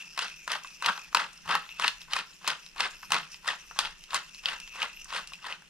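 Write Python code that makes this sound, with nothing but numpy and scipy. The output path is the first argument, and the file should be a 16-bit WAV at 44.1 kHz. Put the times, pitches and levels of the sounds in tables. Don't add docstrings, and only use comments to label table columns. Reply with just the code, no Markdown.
import sys
import numpy as np
from scipy import signal
from scipy.fft import rfft, irfft, next_fast_len
from scipy.io import wavfile

SR = 44100
rng = np.random.default_rng(int(sys.argv[2]) if len(sys.argv) > 2 else 0)


def file_out(sig):
    cols = np.atleast_2d(sig).T
    lim = np.clip(cols, -1, 1)
    pcm = np.round(lim * 32767).astype(np.int16)
    wavfile.write(sys.argv[1], SR, pcm)


def to_linear_factor(level_db):
    exponent = np.asarray(level_db, float) / 20
    return 10 ** exponent


N = 251017
COARSE = np.arange(0, N, 64)
LEFT_RIGHT = np.array([[1], [-1]])


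def rms_one(x):
    return x / np.sqrt(np.mean(x ** 2) + 1e-20)


def every_sample(coarse):
    return np.interp(np.arange(N), COARSE, coarse)


def in_time(rows):
    s, *columns = np.transpose(rows)
    return [np.interp(np.arange(N) / SR, s, c) for c in columns]


def at_hz(points, hz):
    table_hz, values = np.transpose(points)
    return np.interp(np.log(hz), np.log(np.maximum(table_hz, 1)), values)


def band_share(hz, low_hz, high_hz):
    return np.clip(np.log(hz / low_hz) / np.log(high_hz / low_hz), 0, 1)


def shaped(x, gain_of_hz):
    size = next_fast_len(N + SR // 2)
    hz = np.arange(size // 2 + 1) * SR / size + 1e-3
    return irfft(rfft(x, size) * gain_of_hz(hz), size)[..., :N]


def resonate(x, hz, width_hz):
    r = np.exp(-np.pi * width_hz / SR)
    b = np.array([1, 0, -1]) * (1 - r * r) / 2
    return signal.lfilter(b, [1, -2 * r * np.cos(2 * np.pi * hz / SR), r * r], x)


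def drift(rate_hz):
    r = np.exp(-40 * np.pi * rate_hz / SR)
    noise = rng.standard_normal(N // 20 + 2002)
    slow = signal.lfilter([1], [1, -2 * r, r * r], noise)[2000:]
    return np.interp(np.arange(N) / 20, np.arange(len(slow)), rms_one(slow))


def grains(per_s, spread_db):
    born = rng.random(N) < per_s / SR
    sizes = to_linear_factor(spread_db * np.minimum(rng.exponential(1, N), 4)) * rng.choice([-1, 1], N)
    return rms_one(born * sizes + 1e-18)


def swells(rows, rise_db_per_s, fall_db_per_s, rest_db):
    age = COARSE[None] / SR - np.array(rows)[:, :1]
    db = np.array(rows)[:, 1:] + np.where(age < 0, rise_db_per_s * age, -fall_db_per_s * age)
    return every_sample(10 * np.log10(np.sum(to_linear_factor(2 * db), axis=0) + to_linear_factor(2 * rest_db)))


# f/Hz, level/dB per Hz
AIR_SPECTRUM = [(180, -63), (300, -9.5), (1070, -21), (2070, -14), (2690, -3), (3810, -26.5), (5950, -15.5),
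                (12300, -29), (15500, -40)]
AIR_DB = -54.5


def air():
    hiss = shaped(rng.standard_normal((2, N)), lambda hz: to_linear_factor(at_hz(AIR_SPECTRUM, hz)))
    return to_linear_factor(AIR_DB - 6.5) * rms_one(hiss)


# t/s, level/dB
LEANS = [
    (0.0, -59),
    (.87, -68),
    (1.16, -61),
    (1.5, -52.5),
    (1.82, -62),
    (2.46, -65),
    (3.14, -49.5),
]
DRONE_HZ, DRONE_WIDTH_HZ, DRONE_REST_DB = 166, 60, -68.5


def drone():
    mid, side = rng.standard_normal((2, N))
    hum = mid + .6 * side * LEFT_RIGHT
    for _ in range(2):
        hum = resonate(hum, DRONE_HZ, DRONE_WIDTH_HZ)
    return to_linear_factor(swells(LEANS, 184, 148.5, DRONE_REST_DB)) * rms_one(hum)


# t/s, level/dB
ARM_MOVES = [
    (.4, -75),
    (1.1, -69),
    (2.0, -59.5),
    (2.85, -61.5),
    (3.41, -65),
    (3.82, -57),
    (4.63, -61),
    (5.05, -59),
]
ARM_REST_DB = -69.5


def arm_rumble():
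    band = signal.butter(3, [14, 45], "band", fs=SR, output="sos")
    mid, side = signal.sosfilt(band, rng.standard_normal((2, N)))
    rumble = rms_one(mid * to_linear_factor(1.4 * LEFT_RIGHT) + 0.45 * side * LEFT_RIGHT)
    return to_linear_factor(swells(ARM_MOVES, 58, 39.5, ARM_REST_DB)) * rumble


KITCHEN_T60_S, KITCHEN_DB, WALL_CUT_HZ = 0.28, -13, 10000


def kitchen(x):
    age = np.arange(SR // 2) / SR
    both, apart = rng.standard_normal((2, len(age)))
    apart = signal.lfilter(*signal.butter(1, 1200, "high", fs=SR), apart)
    onset = np.minimum(age / .003, 1)
    decay = to_linear_factor(-60 * age / KITCHEN_T60_S) * onset * (1 + 0.53 * np.exp(-age / 0.0059))
    tails = np.array([both + apart, both - apart]) * decay
    tails = signal.lfilter(*signal.butter(1, WALL_CUT_HZ, fs=SR), tails)
    tails = tails / np.sqrt(np.mean(np.sum(tails ** 2, axis=1)))
    return to_linear_factor(KITCHEN_DB) * signal.fftconvolve(x[None], tails, axes=1)[:, :N]


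# t/s, peak/dB
THUDS = [
    (0.87, -57),
    (1.46, -56),
    (2.821, -65),
    (3.097, -62),
    (4.141, -67),
]
THUD_HZ, THUD_WIDTH_HZ = 84, 25


def thuds():
    push = np.full(N, 1e-18)
    for s, peak_db in THUDS:
        push[round(s * SR)] = to_linear_factor(peak_db + 56.5)
    return resonate(resonate(push, THUD_HZ, THUD_WIDTH_HZ), THUD_HZ, 8.4 * THUD_WIDTH_HZ)


STILL_DB, STILL_LEAD_MS, STILL_MS = -4.5, 18, 20


def stillness():
    gaps = (COARSE / SR - np.array(TWISTS)[:, :1] + STILL_LEAD_MS / 1000) / (STILL_MS / 1000)
    return every_sample(STILL_DB * np.exp(-gaps ** 2).sum(axis=0))


# t/s, level/dB, f/Hz
RATTLE = [(0.0, -45, 2630), (0.16, -52.5, 2660), (0.33, -48, 2550), (0.58, -55.5, 2600),
          (0.92, -48.5, 2710), (1.08, -56, 2440), (1.5, -59.5, 2760), (1.75, -48, 2680),
          (1.93, -49.5, 2620), (2.15, -63, 2670), (2.97, -53.5, 2670), (3.27, -55.5, 2600),
          (3.82, -59.5, 2720), (4.25, -54.5, 2730), (4.75, -47, 2640), (5.26, -52, 2680), (5.52, -60, 2600),
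          (5.6, -91, 2920)]
UPPER_DB, UPPER_FOLLOWS, UPPER_DAMPED = -57.5, 0.37, 0.059
WAVER_HZ = 46


def jar_shaking(crush_db):
    shake_db, ring_hz = in_time(RATTLE)
    still_db = stillness()
    ring_hz = ring_hz + WAVER_HZ * drift(5.2)
    upper_db = UPPER_DB + UPPER_FOLLOWS * (shake_db - shake_db.mean())
    upper_db = upper_db - UPPER_DAMPED * (crush_db - crush_db.mean())
    return shake_db + still_db, ring_hz, upper_db + still_db


# f/Hz, width/Hz, level/dB
JAR_RINGS = [(5310, 400, -12), (5910, 180, -11), (6990, 330, -18.5), (9250, 420, -24.5), (12100, 970, -29)]
JAR_MAIN_HZ = [2400, 2520, 2640, 2760, 2880]
JAR_MAIN_WIDTH_HZ = 105


def jar(main_db, main_hz, upper_db):
    taps = grains(1400 * to_linear_factor(4.0 * drift(25)), spread_db=3.0)
    upper = np.zeros((2, N))
    for hz, width_hz, db in JAR_RINGS:
        strikes = taps * rng.standard_normal((2, N))
        upper += to_linear_factor(db + 3.9 * drift(8.1)) * resonate(strikes, hz, width_hz)
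    upper = upper[0] + .5 * upper[1] * LEFT_RIGHT
    main = np.zeros(N)
    for hz in JAR_MAIN_HZ:
        nearness = np.exp(-((main_hz - hz) / 130) ** 2)
        main += resonate(taps * rng.standard_normal(N) * nearness, hz, JAR_MAIN_WIDTH_HZ)
    main_gain = to_linear_factor(main_db - 2.0 + 2.1 * drift(8.9))
    return main_gain * rms_one(main) + to_linear_factor(upper_db + 0.5) * rms_one(upper)


# t/s, length/ms, level/dB
DRAGS = [(1.456, 34, -46.5), (2.084, 49, -54), (2.415, 48, -58.5), (2.758, 38, -46.5), (3.435, 44, -53.5),
         (3.76, 20, -47), (4.086, 55, -58), (4.436, 21, -54), (4.737, 60, -54), (5.056, 47, -60),
         (5.42, 28, -55)]
# f/Hz, width/Hz, level/dB
HOLLOW_RINGS = [(1072, 109, 0), (1497, 23, -4.5)]
DRAG_ONSET_DB_PER_S, RELEASE_DB_PER_S = 3000, 368


def scrape():
    s, length_ms, db = np.transpose(DRAGS)[:, :, None]
    age = COARSE / SR - s
    drag_db = db + DRAG_ONSET_DB_PER_S * np.minimum(age, 0)
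    drag_db = drag_db - RELEASE_DB_PER_S * np.maximum(age - length_ms / 1000, 0)
    slips = grains(900, spread_db=4.0)
    rings = sum(to_linear_factor(ring_db) * resonate(slips, hz, 1.2 * width_hz) for hz, width_hz, ring_db in HOLLOW_RINGS)
    return every_sample(to_linear_factor(drag_db).sum(axis=0)) * rms_one(rings)


# t/s, peak/dB, lows/dB, highs/dB, length/ms
CRACKS = [(0.176, -21, -3, -15, 1.66), (0.1899, -19.5, -10, -10.5, 2.2), (0.5171, -18.5, -8.5, -8.5, 1.9),
          (0.86, -14, -9.5, -11.5, 2.9), (1.147, -11.5, -3.5, -7, 1.77), (1.1696, -16.5, -5, -16, 2.3),
          (1.552, -16, 1, -12, 1.3), (1.8427, -16, -5.5, -33, 3.7), (1.8784, -10.5, -14.5, -14.5, 2),
          (2.1334, -14.5, -8.5, -12.5, 1.44), (2.1636, -21.5, -6.5, -13, 3.7),
          (2.188, -19.5, -10, -36, 2.5), (2.4755, -21.5, -4, -5, 6.8), (2.501, -19, -21, -20, 2.2),
          (2.804, -16.5, -11, -14.5, 3.7), (3.1193, -14.5, -5, -4.5, 1.5), (3.1432, -14.5, -5, -15, 0.96),
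          (3.477, -20, -3, -9.5, 1.5), (3.7889, -7.5, -9, -8, 0.82), (4.144, -12, -8, -4.5, 0.82),
          (4.4569, -11.5, -20.5, -22, 0.97), (4.4848, -17, -32, -47, 2.6), (4.818, -16.5, -30, -46, 1.6),
          (4.8278, -16, -25, -20.5, 1.86)]
# t/s, peak/dB, highs/dB
CATCHES = [(0.4767, -28.5, -3.5), (0.6456, -35.5, -30), (0.8231, -28.5, -2.5), (0.8967, -23.5, -30),
           (0.976, -30.5, -16), (1.1274, -38, -11), (1.279, -54, 5), (1.389, -58, 0), (1.4573, -45, -3),
           (1.477, -32.5, -19), (1.491, -23.5, -33), (1.7967, -25.5, -4), (2.116, -38, -30),
           (2.444, -32.5, -24), (2.7612, -40.5, -6), (3.0294, -37, -20), (3.105, -30.5, -2),
           (3.4454, -41, -13), (3.4587, -36.5, -28), (3.7101, -38, -26), (3.7629, -40, -16),
           (4.131, -27.5, -18), (4.7553, -36.5, -9), (5.0548, -49, -22), (5.126, -34, -11),
           (5.191, -30.5, -15), (5.3193, -43, -22), (5.443, -38.5, -19), (5.467, -33, -23),
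           (5.6199, -48, -5)]
CATCH_LOWS_DB, CATCH_MS = 2.5, 1.25
# t/s, peak/dB, highs/dB
TICKS = [(0.2813, -33, -9), (0.2977, -34.5, -10), (0.6355, -46, 6), (0.672, -40.5, -3),
         (0.7037, -38.5, -26), (0.845, -18.5, -27), (1.0274, -53, -14), (1.331, -58, 17),
         (1.51, -17.5, -19), (1.6903, -31, -33), (2.0155, -33, -11), (2.332, -45, -13), (2.4677, -25, -29),
         (2.6624, -35, -10), (2.7806, -28, -21), (2.9084, -42, 3.5), (3.342, -31.5, -19), (3.855, -21, -25),
         (4.038, -37.5, -5), (4.1061, -24.5, -23), (4.346, -34, -10), (4.4368, -35, -24.5),
         (4.6, -33.5, -3), (4.675, -30, -21), (4.93, -44, -1), (5.044, -49, 14), (5.1044, -31.5, -22),
         (5.2728, -38, 4), (5.334, -30, -10.5), (5.524, -22.5, -39.5)]
TICK_LOWS_DB, TICK_MS = -18.5, 1.42
SHARDS_DB, SHARDS_MS = -17.5, 16


def crack_bursts():
    burst, lows_db, highs_db = np.zeros((3, N))
    age = np.arange(round(.03 * SR)) / SR
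    blows = list(CRACKS)
    blows += [(s, db, CATCH_LOWS_DB, high, CATCH_MS) for s, db, high in CATCHES]
    blows += [(s, db, TICK_LOWS_DB, high, TICK_MS) for s, db, high in TICKS]
    shards = to_linear_factor(SHARDS_DB) * np.exp(-age * 1000 / SHARDS_MS)
    for s, peak_db, low_db, high_db, length_ms in blows:
        at = round(s * SR) + np.arange(len(age))
        split = np.exp(-age / np.clip(length_ms / 1000, 2e-4, .008))
        shape = to_linear_factor(peak_db) * np.minimum(age / 0.00043, 1) * (split + shards)
        louder = shape > burst[at]
        burst[at[louder]] = shape[louder]
        lows_db[at[louder]], highs_db[at[louder]] = low_db, high_db
    return burst, lows_db, highs_db


def knocks(burst, lows_db, highs_db):
    shake = burst * rng.standard_normal(N) + 1e-18
    jolt = np.maximum(np.diff(burst, prepend=0), 0)
    drive = (jolt * to_linear_factor(11.5) + shake) * to_linear_factor(lows_db)
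    body = sum(to_linear_factor(db) * resonate(drive, hz, width_hz) for hz, width_hz, db in HOLLOW_RINGS)
    glass = sum(to_linear_factor(db) * resonate(shake * to_linear_factor(highs_db), hz, width_hz) for hz, width_hz, db in JAR_RINGS)
    main = sum(resonate(shake, hz, JAR_MAIN_WIDTH_HZ) for hz in JAR_MAIN_HZ[1::2])
    return to_linear_factor(20.0) * body + to_linear_factor(16) * glass + to_linear_factor(5.0) * main


# bite t/s, rise/ms, hold/ms, crush/dB, highs against lows/dB
TWISTS = [(-.17, 39, 38, -28, -8), (0.159, 50.7, 30, -33.5, -1), (0.476, 29, 50, -32, -6.5),
          (0.81, 46.3, 27.4, -23.5, -11.5), (1.13, 35, 58.6, -30, -7.5), (1.452, 45, 61, -27.5, -13.5),
          (1.778, 41, 53, -33, -2.5), (2.099, 31.3, 70, -36.5, -2), (2.427, 56, 29, -31.5, -4.5),
          (2.758, 38.4, 60.4, -31, -7), (3.093, 34.6, 43.4, -28.5, -4), (3.438, 45.5, 22.4, -30.5, -3.5),
          (3.754, 59, 52, -36, -1.5), (4.092, 57, 21, -33, -1), (4.432, 38, 62, -34.5, -6),
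          (4.737, 81.4, 18, -33.5, -7), (5.082, 58, 42, -33.5, -3.5), (5.412, 50, 60, -37.5, -7.5)]
BITE_DB, SAG_DB_PER_S = -58, 31
SETTLE_DB, SETTLE_DB_PER_S, SETTLE_HIGHS_DB = -22, 86, -0.5
REST_DB = -74
HIGHS_CLIMB = 0.87
HIGHS_CLIMB_NOTE = None


def twisting():
    t = COARSE / SR
    s, rise_ms, hold_ms, db, highs_db = np.transpose(TWISTS)[:, :, None]
    full = s + rise_ms / 1000
    held = np.maximum(t - full, 0)
    released = np.maximum(t - full - hold_ms / 1000, 0)
    rising = (db - BITE_DB) * np.minimum(t - full, 0) / (full - s)
    crush = db + rising - SAG_DB_PER_S * held - RELEASE_DB_PER_S * released
    settle = db + rising + SETTLE_DB - SETTLE_DB_PER_S * released
    lows = np.sum(to_linear_factor(2 * crush) + to_linear_factor(2 * settle), axis=0) + to_linear_factor(2 * REST_DB)
    bright = to_linear_factor(2 * (crush + highs_db)) + to_linear_factor(2 * (settle + SETTLE_HIGHS_DB))
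    highs = np.sum(to_linear_factor(2 * (HIGHS_CLIMB - 1) * rising) * bright, axis=0) + to_linear_factor(2 * (REST_DB + 10.5))
    return [every_sample(10 * np.log10(power)) for power in (lows, highs)]


# f/Hz, level/dB per Hz
BODY = [(71, -52), (120, -27.5), (184, -15), (312, -22.5), (598, -10.5), (662, -16), (899, -2.5),
        (1320, 0.5), (2160, -5.5), (2640, -4.5), (4960, -17), (6210, -28), (9130, -30.5), (14000, -73),
        (15500, -107)]
# f/Hz, share
SPREAD = [(500, 0.18), (1500, 0.034), (4000, 0.17), (12000, 0.69)]
HOLLOW_HZ, HOLLOW_WIDTH_HZ, HOLLOW_DB = 2330, 130, -7


def mill(low_db, high_db, burst, crack_low_db, crack_high_db):
    shared = grains(2200 * to_linear_factor(3.0 * drift(36)), spread_db=3.0)
    lumps = to_linear_factor(4.5 * np.tanh(drift(110)))
    own, ends = rng.standard_normal((2, 3, N))
    blow = 3.3 * (np.diff(burst, 2, append=[0, 0]) < -.02 * burst)
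    out = np.zeros((2, N))
    for k, hz in enumerate(np.geomspace(130, 15000, 30)):
        up = band_share(hz, 1014, 6260)
        grit_db = (1 - up) * low_db + up * (high_db + 11.5) + 1.9 * band_share(hz, 12000, 20000)
        grit = to_linear_factor(grit_db) * lumps * to_linear_factor(3.03 * drift(73))
        crack_db = (1 - band_share(hz, 1890, 2470)) * (crack_low_db + 0.5)
        crack_db = crack_db - 8 * (1 - band_share(hz, 290, 1000))
        crack_db = crack_db + band_share(hz, 3520, 4060) * (8.0 + 0.29 * crack_high_db)
        crack_db = crack_db + band_share(hz, 4800, 5360) * (0.7 * crack_high_db + 9)
        crack_db = crack_db - 4.6 * band_share(hz, 8800, 16000) + 1.5
        crack = burst * to_linear_factor(crack_db)
        mid = grit * (0.38 * shared + 0.58 * own[k % 3]) + crack * (own[(k + 1) % 3] + blow)
        side = (grit + crack) * ends[k % 3] * at_hz(SPREAD, hz)
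        band = signal.butter(2, hz * 2 ** (np.array([-1, 1]) * .13), "band", fs=SR, output="sos")
        out += to_linear_factor(at_hz(BODY, hz)) * signal.sosfilt(band, [mid, side])
    notch = lambda hz: to_linear_factor(HOLLOW_DB * np.exp(-((hz - HOLLOW_HZ) / HOLLOW_WIDTH_HZ) ** 2))
    mid, side = to_linear_factor(13.0) * shaped(out, notch)
    return np.array([mid + side, mid - side])


# f/Hz, left minus right/dB
PORTS = [(150, 0), (500, .6), (1000, 1.8), (2500, 2.8), (4500, 2), (7000, -2), (12000, -4.5)]
# f/Hz, left lag/rad
PORT_LAG = [(300, .3), (1000, .4), (3300, 1.0), (6500, 1.3), (15000, 1.4)]


def ports(x):
    lag = lambda hz: np.exp(-1j * at_hz(PORT_LAG, hz) * (hz > 1))
    left = shaped(x[0], lambda hz: to_linear_factor(at_hz(PORTS, hz) / 2) * lag(hz))
    right = shaped(x[1], lambda hz: to_linear_factor(-at_hz(PORTS, hz) / 2))
    return np.array([left, right])


def scene():
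    cracks = crack_bursts()
    lows_db, highs_db = twisting()
    near = scrape() + jar(*jar_shaking(lows_db)) + knocks(*cracks) + mill(lows_db, highs_db, *cracks)
    background = air() + drone() + arm_rumble()
    return background + kitchen(near.mean(axis=0)) + thuds() + ports(near)


def low_pass(x):
    return signal.sosfilt(signal.butter(12, 15750, fs=SR, output="sos"), x)


def record(dry):
    top_cut = signal.cheby2(10, 60, 16300, fs=SR, output="sos")
    mix = signal.sosfilt(top_cut, dry)
    return low_pass(mix)


dry = scene()
out = record(dry)
file_out(out)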